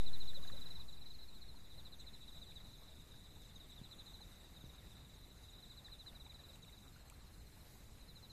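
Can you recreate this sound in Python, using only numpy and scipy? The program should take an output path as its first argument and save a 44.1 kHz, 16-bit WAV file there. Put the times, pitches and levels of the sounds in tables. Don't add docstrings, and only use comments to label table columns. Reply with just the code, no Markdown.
import sys
import numpy as np
from scipy import signal
from scipy.fft import rfft, irfft, dct
from scipy.io import wavfile
from scipy.ndimage import uniform_filter1d

SR = 44100
rng = np.random.default_rng(int(sys.argv[2]) if len(sys.argv) > 2 else 0)


def rack_gain(trim_db):
    fader = np.asarray(trim_db, float)
    return 10 ** (fader / 20)


def pcm_store(signal):
    levels = np.round(np.clip(np.atleast_2d(signal), -1, 1) * 32767)
    wavfile.write(sys.argv[1], SR, levels.astype(np.int16).T)


N = 366912
FALL_HZ_PER_MS = 19.13


def evened(x):
    return x / np.sqrt(np.mean(x ** 2) + 1e-20)


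def curve(rows):
    times, levels = np.transpose(rows)
    return np.interp(np.arange(N) / SR, times, levels)


def add(mix, s, sound):
    start = round(s * SR) - len(sound) // 2
    sound = sound[max(-start, 0):]
    part = mix[max(start, 0):][:len(sound)]
    part += sound[:len(part)]


def noise(spectrum, patchy_db, swell_db):
    frames, hz = N // 256 + 5, np.fft.rfftfreq(1024, 1 / SR)
    a, b, patches = rng.standard_normal((frames, 513, 3)).T
    patches = uniform_filter1d(patches, size=12, axis=0)
    patches = evened(uniform_filter1d(patches, size=10, axis=1))
    swell = evened(uniform_filter1d(rng.standard_normal(frames), size=6))
    f, db = np.transpose(spectrum)
    shape_db = np.interp(np.log(hz + 1), np.log(f + 1), db)
    level_db = shape_db[:, None] + patchy_db * patches + swell_db * swell
    z = (a + 1j * b) * rack_gain(level_db)
    return evened(signal.istft(z, nperseg=1024, noverlap=768)[1][:N])


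def glide(db, hz, ms, fall_hz, phase, bend=0.68):
    u = np.linspace(-.5, .5, max(round(ms * SR / 1000), 8))
    pitch_hz = hz - fall_hz * (u + bend * u ** 2)
    turns = np.cumsum(pitch_hz) / SR + phase
    return rack_gain(db) * np.cos(np.pi * u) * np.cos(2 * np.pi * turns)


def echoes(x, t60):
    taps, step = np.zeros(SR // 2), 22
    at = np.arange(200, len(taps) - step, step)
    taps[at + rng.integers(0, step, len(at))] = rng.choice([-1., 1.], len(at))
    taps *= rack_gain(-60 * np.arange(len(taps)) / SR / t60)
    return signal.fftconvolve(x, taps / np.linalg.norm(taps))[:N]


def air():
    # (frequency [Hz], level [dB per Hz])
    wash_spectrum = [(150, -2.5), (300, -8.5), (700, -6.5), (1500, -11), (2500, -15), (4000, -20.5),
                     (8000, -79)]
    hiss_spectrum = [(500, -23), (2000, 2), (3300, -2.5), (4800, 3), (5600, -0.5), (7000, 2), (9000, -1.5),
                     (13000, 0.5), (16000, -4.5)]
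    rumble_spectrum = [(4.7, -21), (8.0, 0), (22, -2), (43, 3.5), (65, -12.5), (92, -1.5), (382, -19),
                       (501, -22.5), (600, -27.5), (780, -42), (1320, -120)]
    # (time [s], level [dB])
    wave_swell = [
        (0, 0),
        (1.7, -.5),
        (2.3, 2),
        (3.2, 0.2),
        (4.3, 2.5),
        (5.5, .5),
        (7.2, 1),
        (8.4, 0.5),
    ]
    t = np.arange(N) / SR
    wave_db = curve(wave_swell)
    warm_db = 4.5 / (1 + np.exp((t - 0.76) / 0.065))
    brush_db = 4 * np.exp(-((t - 7.7) / 0.15) ** 2)
    hiss = rack_gain(-70.5 + 0.32 * wave_db + brush_db) * noise(hiss_spectrum, patchy_db=1.76, swell_db=0.36)
    rumble = rack_gain(-59.5 + 0.3 * wave_db) * noise(rumble_spectrum, patchy_db=.5, swell_db=0.64)
    wash = rack_gain(-70 + wave_db) * noise(wash_spectrum, patchy_db=1.5, swell_db=0.93)
    return rack_gain(warm_db) * (hiss + rumble + wash)


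def chorus():
    # (time [s], level [dB])
    chorus_level = [
        (0, -66),
        (.9, -75),
        (2.6, -70.5),
        (5.3, -71.5),
        (6.9, -78),
        (8.4, -77),
    ]
    out = np.zeros(N)
    for pace, pitch, start, size in rng.random((9, 4)):
        gap_s = 1 / (13.5 + 9 * pace)
        stroke = glide(-6 * size, 3670 + 350 * pitch, 32, 632, start)
        train = np.zeros(N)
        at = np.arange(start * gap_s, N / SR - .01, gap_s)
        late_s = .004 * rng.random(len(at))
        train[((at + late_s) * SR).astype(int)] = rack_gain(2.8 * rng.standard_normal(len(at)))
        out += signal.oaconvolve(train, stroke)[:N]
    return rack_gain(curve(chorus_level)) * evened(out + rack_gain(-2.5) * echoes(out, t60=0.33))


def far_trill():
    out = np.zeros(N)
    for s in np.arange(6.94, 8.03, .0662):
        later = s > 7.63
        add(out, s, glide(-68 - 4 * later, 4150 - 150 * later, 34, 520, rng.random()))
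    return .8 * out + .9 * echoes(out, t60=.08)


def fabric():
    # (time [s], peak [dB], ring [Hz])
    cloth_snaps = [
        (0.6095, -52, 7480),
        (1.9994, -61, 7700),
        (3.421, -54, 8700),
        (3.7035, -55, 7530),
        (6.5583, -54, 7240),
        (7.0996, -46.5, 8100),
    ]
    out, t = np.zeros(N), np.arange(400) / SR
    for (s, db, hz), spit in zip(cloth_snaps, rng.standard_normal((len(cloth_snaps), 400))):
        fade = rack_gain(db + 1.5 - 60 * t / .005)
        ring = np.sin(2 * np.pi * hz * t)
        add(out, s + t[200], fade * (.6 * spit + .7 * ring))
    return out


def knocks():
    # (time [s], peak [dB], ring [Hz])
    finger_knocks = [
        (3.8148, -42, 125),
        (4.6405, -43, 115),
    ]
    out, t = np.zeros(N), np.arange(1400) / SR
    for s, db, hz in finger_knocks:
        turns = hz * t + .25 * (1 - np.exp(-t / .002))
        add(out, s + t[700], -rack_gain(db - 60 * t / .045) * np.sin(2 * np.pi * turns))
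    return out


def water():
    # (middle [s], peak [dB], pitch [Hz])
    clear_drips = [(.055, -64, 2497), (.335, -63, 1765), (.377, -64, 535), (.433, -63.5, 1119),
                   (.451, -61, 1610), (.499, -61, 1690), (.503, -60, 1205), (.537, -62.5, 526),
                   (.557, -65, 547), (1.545, -67.5, 910), (2.045, -66, 2110), (2.522, -64, 2330),
                   (3.369, -69, 850), (4.194, -68, 1630), (4.21, -65, 834), (4.831, -68, 1981),
                   (5.885, -61, 1790), (6.063, -65, 1640), (6.265, -66, 825), (6.266, -66, 2368),
                   (6.281, -69, 1162), (6.323, -65, 2300), (6.346, -71, 1310), (6.393, -68, 1722),
                   (6.558, -65, 2756), (6.648, -66, 2411), (6.696, -67, 2130), (6.964, -64, 1450),
                   (7.102, -63.5, 2411), (7.124, -68.5, 1254)]
    # (middle [s], peak [dB], pitch [Hz], length [ms], rise [Hz])
    long_bubbles = [
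        (6.274, -70, 1034, 34, 594),
        (7.119, -66, 994, 36, 800),
    ]
    # (start [s], end [s])
    lapping = [
        (.3, .65),
        (6.0, 7.2),
    ]
    out = np.zeros(N)
    for (s, db, hz), phase in zip(clear_drips, rng.random(len(clear_drips))):
        add(out, s, glide(db + 4.5, hz, 11500 / hz, -.25 * hz, phase))
    for at, size, pitch in rng.random((20, 3)):
        hz = 800 * 3.5 ** pitch
        add(out, at * N / SR, glide(-70.5 + 4 * size, hz, 11500 / hz, -.25 * hz, at))
    for s, db, hz, ms, rise_hz in long_bubbles:
        add(out, s, glide(db, hz, ms, -rise_hz, 0))
    for start, end in lapping:
        for at, size, pitch in rng.random((30, 3)):
            hz = 500 * 5.5 ** pitch
            db = -70 + 7 * size - 5 * pitch
            add(out, start + at * (end - start), glide(db, hz, 7000 / hz, -.3 * hz, at))
    return out + rack_gain(-14) * echoes(out, t60=.12)


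def ticker():
    # (time [s], peak [dB], pitch [Hz])
    clear_buzzes = [(0.0857, -71, 6520), (0.2473, -72, 6530), (0.4628, -68, 6500), (1.9924, -68, 6490),
                    (2.378, -73, 6470), (2.7641, -71, 6420), (4.345, -73, 6450), (3.5493, -67, 6480),
                    (3.9549, -70, 6970), (4.2058, -72, 6440), (4.6129, -74, 6440), (4.7341, -72, 6470),
                    (5.1417, -71, 6470), (5.4954, -67.5, 6930), (6.0711, -77.5, 6610), (6.5395, -73, 6750)]
    out = np.zeros(N)
    faint = [(s * N / SR, -77 + 5 * size, 6300 + 700 * pitch ** 2)
             for s, size, pitch in rng.random((45, 3))]
    for s, db, hz in list(clear_buzzes) + faint:
        buzz = glide(db + 3.5, hz, 22, 130, 0)
        flutter = 0.7 + 0.28 * np.cos(2 * np.pi * 210 * np.arange(len(buzz)) / SR)
        add(out, s + 0.013, buzz * flutter)
    return out


def rasps():
    # (time [s], peak [dB])
    raspy_strokes = [(0.0727, -61), (0.2129, -65), (0.2887, -59), (0.61, -71), (1.9979, -59),
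                     (2.2159, -60.5), (2.3486, -63), (2.4299, -64), (2.5062, -63), (3.4755, -60),
                     (3.704, -61), (5.1352, -64), (5.6012, -64), (6.0112, -73), (6.557, -61), (6.6448, -65),
                     (6.7131, -68), (7.099, -64)]
    teeth, t = np.zeros(N), np.arange(200) / SR
    for (s, db), grit in zip(raspy_strokes, rng.standard_normal((len(raspy_strokes), 900))):
        add(teeth, s + 0.0074, rack_gain(db - 11.5) * grit * np.hanning(len(grit)))
    for at, size in rng.random((200, 2)):
        grit = rng.standard_normal(1300) * np.hanning(1300)
        add(teeth, 1.85 + 6.1 * at, rack_gain(-80.5 + 3.2 * size) * grit)
    ring = t * rack_gain(-60 * t / .003) * np.sin(2 * np.pi * 7650 * t)
    return signal.oaconvolve(teeth, ring / np.linalg.norm(ring))[:N]


def strokes(phrases, gap_s, first_db, lag_s):
    uneven_db, uneven_hz = .8, 20
    rows = []
    for first, last, open_db, close_db, hz in phrases:
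        u = np.linspace(0, 1, round((last - first) / gap_s) + 1)
        a, b = rng.standard_normal((len(u), 2)).T
        level_db = open_db + (close_db - open_db) * u + first_db * (u == 0) + uneven_db * a
        at = first + (last - first) * u + lag_s * np.sin(np.pi * u)
        at = at - uneven_hz * b / FALL_HZ_PER_MS / 1000
        rows += zip(at, level_db, hz + uneven_hz * b)
    return rows


def wing(x):
    hz = np.fft.rfftfreq(N, 1 / SR)
    lift_db = 2 * (np.exp(-((hz - 4034) / 122) ** 2) - .5)
    return irfft(rfft(x) * rack_gain(lift_db), N)


def crickets():
    # (first stroke [s], last stroke [s], opening level [dB], closing level [dB], pitch [Hz])
    slow_phrases = [(-.073, .361, -46, -46.5, 3930), (1.083, 1.494, -57, -57.5, 4110),
                    (1.648, 2.571, -61, -55, 3780), (1.719, 2.151, -55, -53, 3970),
                    (2.678, 2.885, -58, -64, 3770), (3.052, 3.256, -64.5, -64, 3780),
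                    (3.353, 3.78, -65, -59, 3700), (3.776, 3.997, -57, -57, 3734),
                    (3.85, 4.223, -53.5, -55, 3960), (4.845, 5.052, -62, -71, 3760),
                    (5.173, 5.741, -66, -62.5, 3900), (5.562, 6.08, -55.5, -51, 3906),
                    (6.673, 6.888, -60, -72, 3860), (8.02, 8.31, -58, -57.5, 4030),
                    (8.034, 8.257, -65, -62, 3860), (1.5, 1.571, -66, -62, 4080),
                    (5.176, 5.247, -62, -62, 3860)]
    quick_phrases = [(.041, .091, -57, -57, 3800), (.262, .307, -53, -54, 3800),
                     (.436, .809, -48, -49.5, 3917), (.892, .978, -50.5, -57, 3930),
                     (1.024, 1.112, -53, -53, 3950), (1.197, 1.241, -55.5, -56, 3940),
                     (.69, .833, -66, -66, 4020), (1.333, 1.514, -58.5, -63, 3840),
                     (1.605, 1.749, -61, -63, 3890), (2.236, 2.424, -57.5, -56, 3900),
                     (2.473, 2.743, -58, -61, 3950), (2.79, 2.89, -65, -60, 3952),
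                     (2.922, 3.007, -61, -63, 3710), (3.116, 3.459, -60.5, -63, 3840),
                     (3.563, 3.611, -56, -56, 3820), (3.729, 3.775, -56, -61, 3850),
                     (4.106, 4.19, -56, -62, 3830), (4.279, 4.453, -62, -60.5, 3800),
                     (4.57, 4.787, -57, -60, 3790), (4.875, 5.144, -62, -64, 3790),
                     (5.856, 5.993, -64, -65, 3870), (5.443, 5.59, -56.5, -60, 3810),
                     (6.162, 6.545, -54, -56.5, 3880), (6.635, 6.882, -56.5, -62.5, 3854)]
    quick = strokes(quick_phrases, gap_s=.047, first_db=-1, lag_s=.0005)
    slow = strokes(slow_phrases, gap_s=.071, first_db=-6, lag_s=.002)
    out = np.zeros(N)
    for rows, ms in ((quick, 29), (slow, 38)):
        fall_hz = FALL_HZ_PER_MS * ms
        for (s, db, hz), (phase, late) in zip(rows, rng.random((len(rows), 2))):
            add(out, s, glide(db, hz, ms, fall_hz, phase))
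            add(out, s + .013, glide(db - 13, hz, ms, fall_hz, late))
            add(out, s + .55 * ms / 1000, glide(db - 14, hz - 11 * ms, 14, 330, late))
            add(out, s, glide(db - 28, 2 * hz, ms, 2 * fall_hz, phase))
    flutter_db = .7 * evened(uniform_filter1d(rng.standard_normal(N), size=130))
    out = wing(out) * rack_gain(flutter_db)
    return out + rack_gain(-17) * echoes(out, t60=.07) + rack_gain(-16) * echoes(out, t60=.3)


def scene():
    insects = crickets() + far_trill() + chorus() + ticker() + rasps()
    return (insects + water() + fabric() + knocks() + air())[None]


def bias():
    t = np.arange(N) / SR
    quick_tau_s, slow_tau_s = .2, 1.1
    quick = -.043 * (1 + t / quick_tau_s) * np.exp(-t / quick_tau_s)
    return quick - .012 * np.exp(-t / slow_tau_s)


def treble_dropouts(x):
    hz, t, z = signal.stft(x, SR, nperseg=1024, noverlap=768, padded=True)
    band = (20 * np.log(1 + hz / 1500)).astype(int)
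    luck = rng.random((band.max() + 1, len(t) // 4 + 1))
    luck = luck[band][:, np.arange(len(t)) // 4]
    weak = uniform_filter1d(abs(z[0]) ** 2, size=9, axis=0) < rack_gain(-190)
    hz = hz[:, None]
    beside_trill = abs(abs(hz - 3800) - 650) < 130
    dropped = (luck < .06 + .14 * beside_trill) & weak & (hz > 2800)
    return x - signal.istft(.92 * z * dropped, SR, nperseg=1024, noverlap=768)[1][:, :N]


def top_cut(x):
    return signal.sosfilt(signal.butter(12, 15530, fs=SR, output="sos"), x)


def record(dry):
    spectrum = dct(treble_dropouts(dry + bias()), norm="ortho")
    spectrum[:, round(2 * N * 14270 / SR):] *= rack_gain(-30)
    return top_cut(dct(spectrum, type=3, norm="ortho"))


dry = scene()
out = record(dry)
pcm_store(out)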